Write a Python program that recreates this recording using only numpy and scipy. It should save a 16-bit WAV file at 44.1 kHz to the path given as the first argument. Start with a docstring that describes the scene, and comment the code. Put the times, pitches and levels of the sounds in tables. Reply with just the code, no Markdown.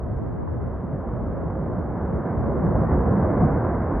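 """A deep rumble rolls in from a far mountainside: a huge avalanche of snow and ice, swelling as it
reaches the open valley. The moving mass shakes the air, tumbling ice roars and crunches above it,
big blocks land with dull thuds and slabs break up. Distance takes away the treble.
Close by, gusts buffet the microphone and die down toward the end; grit trickles, two stones click."""
import sys
import numpy as np
from scipy import signal
from scipy.fft import rfft, irfft, next_fast_len
from scipy.io import wavfile
from scipy.ndimage import uniform_filter1d, map_coordinates

SR = 44100
rng = np.random.default_rng(int(sys.argv[2]) if len(sys.argv) > 2 else 0)


def master_out(mix):
    """Clip the mix to full scale and print it as 16-bit PCM to the path in sys.argv[1]."""
    frames = np.transpose(np.atleast_2d(mix))
    ceiling = np.clip(frames, -1, 1)
    pcm = np.round(ceiling * 32767).astype(np.int16)
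    wavfile.write(sys.argv[1], SR, pcm)


N = 176400

# colour of crushed ice heard from afar (frequency [Hz], relative level [dB])
ICE_SPECTRUM = [(200, -28.5), (500, -6.5), (700, 0), (870, -2.5), (1030, -1), (1300, -10), (1580, -12),
                (1850, -20), (2090, -23), (2520, -36.5), (3050, -48), (3800, -66), (6000, -120)]


def amp(db):
    """Decibels to gain."""
    return 10 ** (np.asarray(db) / 20)


def unit(x):
    """Scale to rms 1."""
    return x / np.sqrt(np.mean(x ** 2) + 1e-20)


def along(points, hz):
    """Read (frequency, value) points on a log axis."""
    frequencies, values = np.transpose(points)
    return np.interp(np.log(hz + 1), np.log(frequencies + 1), values)


def curve(points):
    """Read (time, value) points at every sample."""
    return np.interp(np.arange(N) / SR, *np.transpose(points))


def wobble(per_s):
    """A smooth random curve with per_s knots a second."""
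    return map_coordinates(rng.standard_normal(400), [np.arange(N) * per_s / SR + 2], mode="mirror")


def filtered(x, response):
    """Filter x by a gain given as a function of frequency."""
    size = next_fast_len(N + SR // 4)
    return irfft(rfft(x, size) * response(np.fft.rfftfreq(size, 1 / SR)), size)[..., :N]


def band(x, hz, octaves):
    """Keep a bell-shaped band around a pitch."""
    return filtered(x, lambda f: np.exp(-.5 * (np.log2((f + 1) / hz) / octaves) ** 2))


def evened(x):
    """Keep the wandering pitch of a noise but even out its swells."""
    return np.cos(np.angle(signal.hilbert(x)))


def stereo(pair, spectrum, likeness=None):
    """Turn two unrelated signals into one coloured stereo sound of rms 1."""
    # how alike the valley sounds on both channels (frequency [Hz], correlation [-1 to 1])
    valley_likeness = [(30, 0.98), (100, 1), (180, 1), (300, 0.92), (480, 0.84), (700, 0.99), (950, .98),
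                       (1600, 0.99), (2100, .7), (2600, -0.41), (3300, 0.12), (5000, -0.076)]

    def mid_side_gains(hz):
        correlation = along(valley_likeness, hz) if likeness is None else np.full_like(hz, likeness)
        angle = np.arccos(correlation) / 2
        return amp(along(spectrum, hz)) * [np.cos(angle), np.sin(angle)]

    mid, side = filtered(pair, mid_side_gains)
    return unit(np.array([mid + side, mid - side]))


def churn(patchy_db):
    """Two noises with shared patches of random gain in time and frequency."""
    spectra = signal.stft(rng.standard_normal((2, N)), nperseg=1024)[2]
    patches = rng.standard_normal(spectra.shape[1:])
    for axis in (0, 1):
        patches = uniform_filter1d(patches, size=6, axis=axis)
    return signal.istft(spectra * amp(patchy_db * unit(patches)), nperseg=1024)[1][:, :N]


def impacts(per_s, spread_db):
    """Two channels of randomly timed pushes, most small and a few large."""
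    when, rarity, *pushes = rng.random((int(per_s * N / SR), 4)).T
    size = amp(-spread_db * np.log(np.maximum(rarity, .05)))
    at = (when * N).astype(int)
    return np.array([np.bincount(at, size * np.sign(push - .5), N) for push in pushes])


def struck(x, start, attack_s, length_s):
    """x rises smoothly at start and dies away, with the energy of rms 1 held for length_s."""
    age = np.maximum(np.arange(N) / SR - start, 0)
    envelope = (1 - np.exp(-age / attack_s)) ** 2 * np.exp(-(age / length_s) ** 2)
    return unit(x * envelope) * np.sqrt(length_s * SR / N)


def burst(start, hz, octaves, attack_s, length_s):
    """A short band of noise."""
    return struck(band(rng.standard_normal(N), hz, octaves), start, attack_s, length_s)


def rumble():
    """Far up the slope, the whole mass shakes the air with a deep mono roll."""
    # weight of the moving mass (time [s], level [dB])
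    mass = [(0, -31.5), (.4, -37), (.66, -30), (.85, -35), (1.15, -32), (1.7, -31.5), (2.25, -38),
            (2.45, -28.5), (2.62, -30), (2.8, -27), (3.25, -28.5), (3.55, -25.5), (3.7, -28.5), (4, -29.5)]
    # colour of the roll before it is evened (frequency [Hz], relative level [dB])
    spectrum = [(12, -49), (20, -23.5), (32, -15.5), (46, -5), (60, 1), (84, -0.5), (100, -2.5), (125, 1),
                (160, -11.5), (230, -27.5), (500, -60), (1000, -120)]
    roll = evened(filtered(rng.standard_normal(N), lambda hz: amp(along(spectrum, hz))))
    return amp(curve(mass) + .5 + 1.1 * wobble(per_s=15)) * unit(band(roll, hz=74.5, octaves=1))


def roar():
    """Countless distant collisions merge into a roar; larger chunks knock through it."""
    # strength of the flow (time [s], level [dB])
    flow = [(0, -36), (.45, -39), (.7, -36), (1.0, -35.5), (1.14, -33), (1.55, -33), (2.0, -32.5),
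            (2.2, -29), (2.4, -30.5), (2.75, -26.5), (3.15, -26), (3.4, -25.5), (3.65, -28), (3.85, -31),
            (4, -30)]
    # colour of tumbling ice across the valley (frequency [Hz], relative level [dB])
    spectrum = [(40, -42.5), (90, -7), (130, 2), (170, 4), (230, 2), (290, -1.5), (360, -1), (415, -3.5),
                (490, -3.5), (660, -6), (880, -16), (1300, -21), (2100, -41.5), (3000, -120)]
    flow_db = curve(flow)
    knocks = amp(-6) * stereo(impacts(per_s=170, spread_db=3), spectrum)
    rush = amp(2.5 + .18 * wobble(per_s=10)) * stereo(churn(patchy_db=1), spectrum)
    tumble = rush + knocks
    body_db = .2 * (flow_db - flow_db.mean())  # the roar gains body as the flow grows
    body = (amp(body_db) - 1) * band(tumble, hz=273, octaves=1)
    return amp(flow_db) * (tumble + body)


def crunch():
    """Crushed ice makes a brighter rush that grows as the front comes into the open."""
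    # swell of the crunching ice (time [s], level [dB])
    swell = [(0, -47), (.4, -47), (1.2, -44.5), (1.9, -42), (2.55, -38), (2.85, -35.5), (3.05, -35.5),
             (3.4, -33), (3.65, -34.5), (3.82, -35), (4, -34)]
    return amp(curve(swell) + 1 + .4 * wobble(per_s=18)) * stereo(churn(patchy_db=1.12), ICE_SPECTRUM)


def wind():
    """Gusts buffet the two sides of the microphone unequally, with a few sharp flutters."""
    # gusts on the microphone (time [s], level [dB])
    gusts = [(0, -39), (.2, -30), (.4, -27.5), (.56, -28), (.75, -33), (.98, -38), (1.2, -34.5),
             (1.42, -31), (1.56, -41.5), (1.7, -31.5), (2.05, -40.5), (2.15, -29), (2.27, -44.5),
             (2.39, -28), (2.65, -29), (3.1, -36.5), (3.5, -36.5), (4, -48)]
    # colour of the buffeting (frequency [Hz], relative level [dB])
    spectrum = [(12, -49), (20, -20), (55, -3), (110, -1), (185, -2), (320, -8.5), (560, -13), (750, -27.5),
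                (1070, -33.5), (1600, -41.5), (3000, -63.5), (4500, -120)]
    # sharp flutters (time [s], level [dB], pitch [Hz])
    flutters = [(.405, -40, 700), (.472, -39.5, 800), (1.195, -44, 520), (1.215, -31, 150),
                (2.385, -32, 120), (3.42, -28.5, 160)]
    eddies = amp(2 * wobble(per_s=28)) * rng.standard_normal((2, N))
    buffet = amp(curve(gusts) - 2.5) * stereo(eddies, spectrum, likeness=-.47)
    flutter = sum(amp(db) * burst(start, hz, octaves=.46, attack_s=.003, length_s=.021)
                  for start, db, hz in flutters)
    return buffet + flutter * np.array([[1], [-.7]])  # weaker and inverted on the right


def air():
    """A faint hiss that shifts gently in level and colour."""
    # colour of the hiss (frequency [Hz], relative level [dB])
    spectrum = [(100, 11.5), (2400, 17.5), (3100, 13.5), (3900, 0), (6000, -2.5), (9000, -4.5), (12000, -6),
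                (15000, -22.5)]
    return amp(-73.5 + .6 * wobble(per_s=8)) * stereo(churn(patchy_db=2.5), spectrum)


def grit():
    """Loose grit trickles with faint, scattered clicks."""
    # colour of the grains (frequency [Hz], relative level [dB])
    spectrum = [(1500, -12), (2900, 1.5), (4000, -13), (6000, -17.5), (9000, -33), (13000, -50)]
    return amp(-87) * stereo(impacts(per_s=160, spread_db=1.5), spectrum)


def block_thuds():
    """Each big block lands far off with one low boom: a few cycles of unsteady pitch."""
    # blocks landing (time [s], level [dB], pitch [Hz], length [s])
    landings = [(0.022, -26, 85.8, 0.028), (0.094, -25.5, 94.4, 0.037), (0.158, -23.5, 84, 0.021),
                (0.239, -27.5, 73.3, 0.033), (0.483, -25, 76.8, 0.048), (0.546, -25.5, 92, 0.026),
                (0.615, -32.5, 113, 0.063), (0.827, -29.5, 187, 0.034), (0.926, -25, 147, 0.026),
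                (1.065, -29, 61, 0.099), (1.44, -31.5, 151, .06), (1.593, -27.5, 140, .055),
                (1.692, -34, 68, 0.049), (1.756, -27.5, 158, 0.05), (2.014, -25.5, 69.3, 0.044),
                (2.131, -28.5, 74, 0.071), (2.36, -24.5, 85.5, 0.05), (2.616, -25, 203, 0.07),
                (2.737, -19, 67, 0.031), (2.783, -25.5, 120, 0.05), (2.907, -21.5, 68.5, 0.061),
                (2.971, -26.5, 65.5, 0.052), (3.052, -22, 71.5, 0.066), (3.103, -19, 144.2, 0.034),
                (3.151, -20.5, 205.5, .05), (3.221, -24.5, 80.7, 0.037), (3.385, -21, 88, .07),
                (3.397, -18.5, 170.6, .07), (3.527, -24, 65, 0.031), (3.72, -28.5, 76, 0.036),
                (3.935, -24, 67.7, 0.044)]
    thuds = np.zeros(N)
    for start, db, hz, length_s in landings:
        tone = evened(band(rng.standard_normal(N), hz, octaves=.38))
        boom = band(tone, hz, octaves=.9)
        thuds += amp(db - 1.5) * struck(boom, start, attack_s=.01, length_s=length_s)
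    return thuds


def slab_breaks():
    """Distant slabs snap or crumble, with the same dull colour as the crushed ice."""
    # slabs breaking up (time [s], level [dB], length [s])
    slabs = [(0.474, -37, .008), (0.607, -41, 0.0071), (0.798, -39, .006), (1.087, -34.5, .007),
             (1.5, -31.5, 0.0036), (1.552, -34, .006), (2.244, -35.5, .07), (2.667, -29.5, 0.0042),
             (2.892, -32.5, 0.046), (2.906, -27, 0.0089), (3.379, -38.5, 0.067), (3.629, -30, .06)]
    cracks = sum(amp(db) * struck(rng.standard_normal((2, N)), start, .15 * length_s, length_s)
                 for start, db, length_s in slabs)
    return amp(-5) * cracks.std() * stereo(cracks, ICE_SPECTRUM)


def stone_clicks():
    """Small stones click faintly near the microphone."""
    # stones striking (time [s], level [dB], pitch [Hz])
    stones = [(2.4012, -59, 5100), (3.3064, -54, 3000)]
    return sum(amp(db - 19) * burst(start, hz, octaves=.2, attack_s=.0002, length_s=.006)
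               for start, db, hz in stones)


def scene():
    """The avalanche lies far off, a little to the right; wind, stones, grit and air are close by."""
    # lean of the avalanche at the microphone (frequency [Hz], left minus right [dB])
    balance = [(60, -0.8), (210, -1.5), (330, -1), (490, -3), (800, -0.5), (1700, 0.5), (2600, 0)]
    avalanche = rumble() + roar() + crunch() + slab_breaks() + block_thuds()
    far = filtered(avalanche, lambda hz: amp(along(balance, hz) * np.array([[.5], [-.5]])))
    return far + wind() + stone_clicks() + grit() + air()


def record(dry):
    """A faint, thin sizzle rides on the loud bass; the recorder keeps nothing above its band limit."""
    sizzle_hz, top_hz = 9600, 15300
    bass = band(dry, hz=170, octaves=.99)
    sizzle = amp(-61) * bass * np.sin(2 * np.pi * sizzle_hz * np.arange(N) / SR)
    return filtered(dry + sizzle, lambda hz: hz < top_hz)


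dry = scene()
out = record(dry)
master_out(out)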